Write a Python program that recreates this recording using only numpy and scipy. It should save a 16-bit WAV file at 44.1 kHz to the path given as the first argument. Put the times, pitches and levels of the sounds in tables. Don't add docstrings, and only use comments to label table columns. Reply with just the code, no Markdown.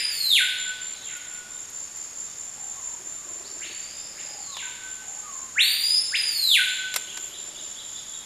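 import sys
import numpy as np
from scipy import signal
from scipy.fft import rfft, irfft
from scipy.io import wavfile

SR = 44100
rng = np.random.default_rng(int(sys.argv[2]) if len(sys.argv) > 2 else 0)


def pcm_store(signal):
    levels = np.round(np.clip(np.atleast_2d(signal), -1, 1) * 32767)
    wavfile.write(sys.argv[1], SR, levels.astype(np.int16).T)


N = 363825
T = np.arange(N) / SR

# time into the note t/s, f/Hz
RISE = [(0, 1250), (.025, 1850), (.059, 3800), (.075, 4280), (.1, 4500), (.395, 5000), (.41, 5180),
        (.49, 5220)]
FALL_AFTER_S, CLOSING_AFTER_S = .56, 1.042
SOFT_STROKES = 32


def from_db(db):
    return 10 ** (np.asarray(db) / 20)


def rms_one(x):
    return x / np.sqrt(np.mean(x ** 2) + 1e-20)


def noise(spectrum):
    hz, db = np.transpose(spectrum)
    bins = np.maximum(np.fft.rfftfreq(N, 1 / SR), 1)
    gain = from_db(np.interp(np.log(bins), np.log(hz), db))
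    white = rng.standard_normal(N)
    return rms_one(irfft(rfft(white) * gain, N))


def drift(rate):
    knots = rng.standard_normal(8192)
    return rms_one(np.interp(T * rate, np.arange(len(knots)), knots))


def band(x, low_hz, high_hz, order=2):
    high_hz = min(max(high_hz, 1.05 * low_hz), .45 * SR)
    sections = signal.butter(order, [low_hz, high_hz], "band", fs=SR, output="sos")
    return signal.sosfilt(sections, x)


def tone(hz):
    phase = 2 * np.pi * np.cumsum(hz) / SR
    return np.sqrt(2) * np.sin(phase)


def gate(start, length, edge):
    end = start + max(length, edge)
    return np.interp(T, [start, start + edge, end, end + edge], [0, 1, 1, 0])


def forest(x, far=None):
    # f/Hz, early level/dB, early fall by 60 dB t/s,
    # late level/dB, late fall by 60 dB t/s
    scattering = np.array([(700, -5.5, 0.8, -16, 0.72), (1390, 2.5, 0.69, -3.5, 1.13),
                           (2200, -1, 0.8, -7.5, 1.94), (4090, 0.5, 0.94, -8.5, 2),
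                           (5430, -1.5, 0.31, -1.5, 1.34), (8800, 5.5, 0.83, 4.5, 0.59),
                           (14000, 3, 0.64, -19, 0.72)])
    t = np.arange(2 * SR) / SR
    bins = np.fft.rfftfreq(len(t), 1 / SR)
    feeds = (x, x if far is None else far)
    out = 0
    for feed, decays in zip(feeds, (scattering[:, 1:3], scattering[:, 3:])):
        white = rfft(rng.standard_normal(len(t)))
        response = 0
        for share, (db, t60) in zip(np.eye(len(scattering)), decays):
            one_band = irfft(white * np.interp(bins, scattering[:, 0], share))
            decay = np.sqrt(np.log(1e6) / (t60 * SR)) * np.exp(-np.log(1000) * t / t60)
            response = response + one_band * from_db(db) * decay
        response = response * np.minimum(t / 0.0037, 1)
        out = out + signal.fftconvolve(feed, response)[:len(x)]
    return out


def background(swell_s=0.26, air_db=-47.5):
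    # t/s, level/dB
    chorus_level = [(0, -44), (1.4, -46.5), (1.8, -42.5), (3, -41), (4.4, -42.5), (5.4, -42), (5.75, -45),
                    (6.2, -41.5), (7, -43), (8.25, -45.5)]
    # f/Hz, relative level/dB
    chorus_colour = [(5900, -45), (6250, -16.5), (6500, -6.5), (6670, -5.5), (6800, -32), (6980, 1),
                     (7170, -1), (7330, 0), (7500, -7), (7680, -46)]
    # start t/s, length t/s, basic level/dB
    shimmer_swells = [(1.55, 0.8, -57.5), (3.3, 1, -56.5), (7.2, 0.82, -55)]
    # f/Hz, relative level/dB
    air_colour = [(20, -3.5), (50, -1.5), (120, -1.5), (300, -2.5), (700, -3), (1200, -2), (2500, -4),
                  (4000, -6), (5000, -4.5), (6000, -6.5), (8200, -6), (10000, -8.5), (11500, -14.5),
                  (14200, -17.5)]
    chorus_db = np.interp(T, *np.transpose(chorus_level)) + 0.91 * drift(17)
    chorus = from_db(chorus_db) * band(noise(chorus_colour), 5000, 9100)
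    swells = sum(from_db(db) * gate(start, length, swell_s) for start, length, db in shimmer_swells)
    hiss = rms_one(band(rng.standard_normal(N), 4440, 5300))
    shimmer = swells * from_db(1.7 * drift(25)) * hiss
    air = from_db(air_db + 0.033 * drift(1.93)) * noise(air_colour)
    return chorus + shimmer + air


def katydid(start=6.95, length=1.6, level_db=-63):
    rasp = rms_one(band(rng.standard_normal(N), 10760, 11200))
    return from_db(level_db + 2 * drift(30)) * gate(start, length, .1) * rasp


def far_rattle(pulses_per_s=20.1, duty=0.98):
    # start t/s, length t/s, low resonance level/dB, high resonance level/dB
    rattles = [(2.98, 0.17, -58.5, -62), (3.237, 0.5, -56, -59.5), (3.843, 0.53, -66.5, -58.5),
               (6.94, 0.78, -60, -60)]
    along_pulse = np.minimum(T * pulses_per_s % 1 / duty, 1)
    pulses = np.sin(np.pi * along_pulse) * rng.standard_normal(N)
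    low, high = rms_one(band(pulses, 308, 420)), rms_one(band(pulses, 520, 700))
    out = 0
    for start, length, low_db, high_db in rattles:
        out = out + gate(start, length, 0.02) * (from_db(low_db) * low + from_db(high_db) * high)
    return out


def drops(decay_s=0.0059, wet_db=-21, dull_db=-42, db_per_octave=9):
    # start t/s, peak level before echoes/dB, lower edge of the leaf's sound f/Hz
    taps = [(1.168, -34, 7000), (1.336, -37, 8000), (1.701, -36, 8000), (1.968, -34, 7000),
            (4.568, -24.5, 705), (6.9405, -13, 690), (6.9608, -10, 795), (6.9672, -25, 650),
            (7.173, -20.5, 790)]
    out, t = np.zeros(N), np.arange(SR // 20) / SR
    for start, db, low_hz in taps:
        high_hz = low_hz * 2 ** ((db - dull_db) / db_per_octave)
        crack = rng.standard_normal(len(t)) * np.exp(-t / decay_s)
        tap = band(crack, low_hz, high_hz, order=1)
        tap = band(tap, 0.73 * low_hz, 16000)
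        at = round(start * SR)
        out[at:at + len(t)] += from_db(db) * tap / np.abs(tap).max()
    return out + from_db(wet_db) * forest(out)


def notes(rows, shape, length_s, rough, fade_db=0):
    out, shake = np.zeros(N), 1 + rough * drift(160)
    for start, hz, db in rows:
        on = (T >= start) & (T < start + length_s)
        along = (T[on] - start) / length_s
        bend = np.interp(along, np.linspace(0, 1, len(shape)), shape)
        swell = np.sqrt(np.sin(np.pi * along) + 1e-9)
        out[on] += from_db(db - fade_db * along) * swell * tone(hz * bend * shake[on])
    return out


def far_birds(direct_db=0, early_db=0, hoot_tail_db=1, peep_tail_db=3.0, chip_wet_db=-4.0, chip_tail_db=8.0,
              chip_direct_db=-1.5, burr_per_s=52, burr_depth=1.25):
    burr_notes, burr_shape = [(2.53, 805, -57), (4.26, 803, -55), (5.0, 803, -54.5)], (1.03, 1, .98, .98)
    hoot_notes, hoot_shape = [(2.74, 950, -51), (3.18, 1021, -55.5), (4.47, 958, -48), (5.215, 1044, -46.5)], (1.18, 1.15, 1.04, 1, .99, 1, 1.01)
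    peep_notes, peep_shape = [(1.49, 3670, -57.5), (2.25, 3660, -58), (2.68, 3690, -60), (3.1, 3680, -60),
                              (3.95, 3730, -57)], (.97, 1, .96)
    zip_notes, zip_shape = [(3.44, 4580, -46.5)], (.8, 1, 1.27)
    chip_notes, chip_shape = [(7.065, 3464, -41), (7.315, 3710, -42.5), (7.545, 3720, -42),
                              (7.755, 3730, -41.5), (7.94, 3840, -42), (8.11, 3760, -44)], (.85, .88, .92, 1, .9, .74)
    squeak_notes, squeak_shape = [(1.97, 10200, -66), (7.18, 11700, -55)], (1.17, 1.03, .95, .87)
    burr = 1 + burr_depth * np.sin(2 * np.pi * burr_per_s * T)
    burrs = burr * notes(burr_notes, burr_shape, length_s=0.214, rough=0.021)
    low = burrs + notes(hoot_notes, hoot_shape, length_s=.3, rough=0.015, fade_db=9)
    peeps = notes(peep_notes, peep_shape, length_s=0.089, rough=0.0203)
    high = peeps + notes(zip_notes, zip_shape, length_s=.055, rough=.03)
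    tails = from_db(hoot_tail_db) * low + from_db(peep_tail_db) * high
    distant = from_db(direct_db) * (low + high) + forest(from_db(early_db) * (low + high), tails)
    chips = notes(chip_notes, chip_shape, length_s=.07, rough=0.0514)
    chip_echoes = forest(from_db(chip_wet_db) * chips, from_db(chip_tail_db) * chips)
    nearer = from_db(chip_direct_db) * chips + chip_echoes
    squeaks = notes(squeak_notes, squeak_shape, length_s=0.26, rough=.0032, fade_db=3)
    return distant + nearer + squeaks


def wing_strokes(hz, per_s, duty, droop, jitter):
    cycle = np.cumsum(per_s * (1 + jitter * drift(30))) / SR % 1
    stroke = np.minimum(cycle / duty, 1)
    pitch = hz * (1 - droop * (stroke - .5) + 0.003974 * drift(200))
    return rms_one(np.sin(np.pi * stroke) * tone(pitch) * from_db(0.88 * drift(50)))


def chirping(first_chirp_s=.18, duty=.56, edge=.06):
    # from t/s, chirps per second
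    tempo = [(0, 4.32), (1.8, 4.88), (2.21, 4.4), (4.03, 4.76), (4.66, 4.11), (6.12, 5.13), (6.51, 4.29)]
    # t/s, level/dB
    chirp_level = [(0, -33), (.2, -42), (.62, -33), (1.3, -38.5), (3.2, -37), (4.2, -41), (5.3, -39),
                   (6.3, -41), (6.75, -37.5), (8.25, -39)]
    since, per_s = np.transpose(tempo)
    rate = per_s[np.searchsorted(since, T, "right") - 1]
    beats = np.cumsum(rate) / SR - first_chirp_s * per_s[0]
    off_beat = np.abs(beats - np.round(beats))
    opening = np.clip((duty / 2 - off_beat) / edge + .5, 0, 1)
    return from_db(np.interp(T, *np.transpose(chirp_level))) * opening


def crickets(trill_db=-46.5, answer_db=-47, far_db=-61, wet_db=-11):
    # start t/s, length t/s, basic pitch f/Hz
    answers = [(1.58, 0.25, 6650), (2.082, 0.33, 6640), (4.144, 0.34, 6710), (5.03, 0.38, 6720),
               (5.82, 0.33, 6715), (6.607, 0.29, 6800), (7.547, 0.23, 6670)]
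    loud = chirping() * wing_strokes(7215, per_s=74, duty=1.0, droop=0.028, jitter=0.0608)
    first_trill_s, trill_every_s, trill_s = .09, .864, 0.317
    since = (T - first_trill_s) % trill_every_s
    bouts = np.clip(np.minimum(since, trill_s - since) / 0.017, 0, 1)
    trill_hz = 6740 - 153.6 * np.exp(-since / 0.16)
    trill = wing_strokes(trill_hz, per_s=SOFT_STROKES, duty=.55, droop=.006, jitter=0.16)
    soft = from_db(trill_db) * bouts * trill
    starts, _, pitches = np.transpose(answers)
    answer_hz = pitches[np.maximum(np.searchsorted(starts, T) - 1, 0)]
    answering = sum(gate(start, length, 0.013) for start, length, _ in answers)
    answer = wing_strokes(answer_hz, per_s=SOFT_STROKES, duty=0.51, droop=.006, jitter=0.154)
    soft = soft + from_db(answer_db) * answering * answer
    drone = wing_strokes(5550, per_s=17, duty=.8, droop=.008, jitter=0.203)
    far = from_db(far_db) * rms_one(forest(drone))
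    return loud + soft + from_db(wet_db) * forest(loud + soft) + far


def trunk_echo(x, echo_db=-7, delay_s=.0208):
    lag = round(delay_s * SR)
    return x + from_db(echo_db) * np.concatenate([np.zeros(lag), x[:-lag]])


def sweep(t, contour, release_s):
    # f/Hz, level/dB
    voice = [(1250, -45), (1550, -33.5), (1900, -23), (2060, -18.5), (2900, -15), (3700, -16.5),
             (4300, -23), (4700, -29), (4950, -24), (5200, -20.5)]
    times, pitch = np.transpose(contour)
    hz = np.interp(t, times, pitch)
    release = np.clip((times[-1] - t) / release_s, 0, 1)
    return hz, from_db(np.interp(hz, *np.transpose(voice))) * (t > 0) * release


def closing_note(t, hz=1510, sag_hz=15, landing_db=-23, landing_s=0.014, hold_db=-45, hold_s=0.28,
                 swell_db=-29.5, swell_at_s=0.218, swell_s=0.0536):
    swell = np.exp(-((t - swell_at_s) / swell_s) ** 2)
    landing = from_db(landing_db) * np.exp(-np.abs(t) / landing_s)
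    hold = from_db(hold_db) * np.clip(1 - np.abs(t) / hold_s, 0, 1)
    level = landing + hold + from_db(swell_db) * swell
    return hz - sag_hz * (1 - np.sqrt(np.sqrt(swell))), level


def call(t, rise_release_s=0.12, fall_release_s=.015, restart_db=-3.75, recovery_db=2.5, recover_s=0.43,
         onset_db=-7, onset_s=0.01):
    # time into the note t/s, f/Hz
    fall_contour = [(0, 1250), (.026, 1850), (.04, 2800), (.054, 5020), (.157, 4820), (.365, 3950),
                    (.424, 3220), (.467, 1650), (.485, 1485)]
    rise_hz, rise = sweep(t, RISE, rise_release_s)
    since = t - FALL_AFTER_S
    fall_hz, fall = sweep(since, fall_contour, fall_release_s)
    recovery = recovery_db * np.clip(since / recover_s, 0, 1) ** 4
    onset = onset_db * np.clip(1 - since / onset_s, 0, 1)
    fall = fall * from_db(restart_db + recovery + onset)
    closing_hz, closing = closing_note(t - CLOSING_AFTER_S)
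    hz = np.select([t < FALL_AFTER_S, t < CLOSING_AFTER_S], [rise_hz, fall_hz], closing_hz)
    return hz, rise + np.maximum(fall, closing)


def whistlers(waver=0.003, flutter_db=2.36, beamed_db=-12.0, closing_wet_db=-1):
    # start t/s, pitch ratio, basic direct level/dB, early echoes level/dB,
    # late tail level/dB, loss through foliage in dB per kHz
    callers = [(-.631, .997, -2, -1.5, -3, 0), (.073, .968, -42, -24, -9, 3.3),
               (3.588, 1.01, -26, -16.5, -9.5, 2), (5.554, 1, 0, -.5, -1.5, 0)]
    overtone_levels = (-11.5, -8.5)
    t = np.arange(-SR, N) / SR
    direct, early, late = np.zeros((3, len(t)))
    for start, ratio, direct_db, early_db, late_db, loss_db in callers:
        on = (t >= start) & (t < start + 2)
        hz, level = call(t[on] - start)
        hz = ratio * hz * (1 + waver * drift(90)[:len(hz)])
        strain = np.clip((hz - 1500) / 3000, 0, 1)
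        level = level * from_db(flutter_db * strain * drift(170)[:len(hz)])
        partials = []
        for k in range(1, 4):
            foliage_db = -loss_db * (k * hz - RISE[0][1]) / 1000
            partials.append(level * from_db(foliage_db) * tone(k * hz))
        first, *upper = partials
        bright = from_db(np.interp(hz, [1500, 2730, 3800, 4330, 5600], [-43, -11.5, -11, -5.0, -2]))
        overtones = bright * sum(from_db(db) * partial for db, partial in zip(overtone_levels, upper))
        closing = np.clip((t[on] - start - CLOSING_AFTER_S) / 0.089, 0, 1)
        scattered = from_db(closing_wet_db * closing) * (first + overtones)
        direct[on] += from_db(direct_db - 3.9 * strain) * (first + from_db(beamed_db) * overtones)
        early[on] += from_db(early_db) * scattered
        late[on] += from_db(late_db) * scattered
    return (trunk_echo(direct) + forest(early, late))[SR:]


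def scene():
    insects = background() + katydid() + crickets()
    return (insects + far_rattle() + drops() + far_birds() + whistlers())[None]


def record(dry, cutoff_hz=14250):
    return signal.sosfilt(signal.ellip(12, .1, 80, cutoff_hz, fs=SR, output="sos"), dry)


dry = scene()
out = record(dry)
pcm_store(out)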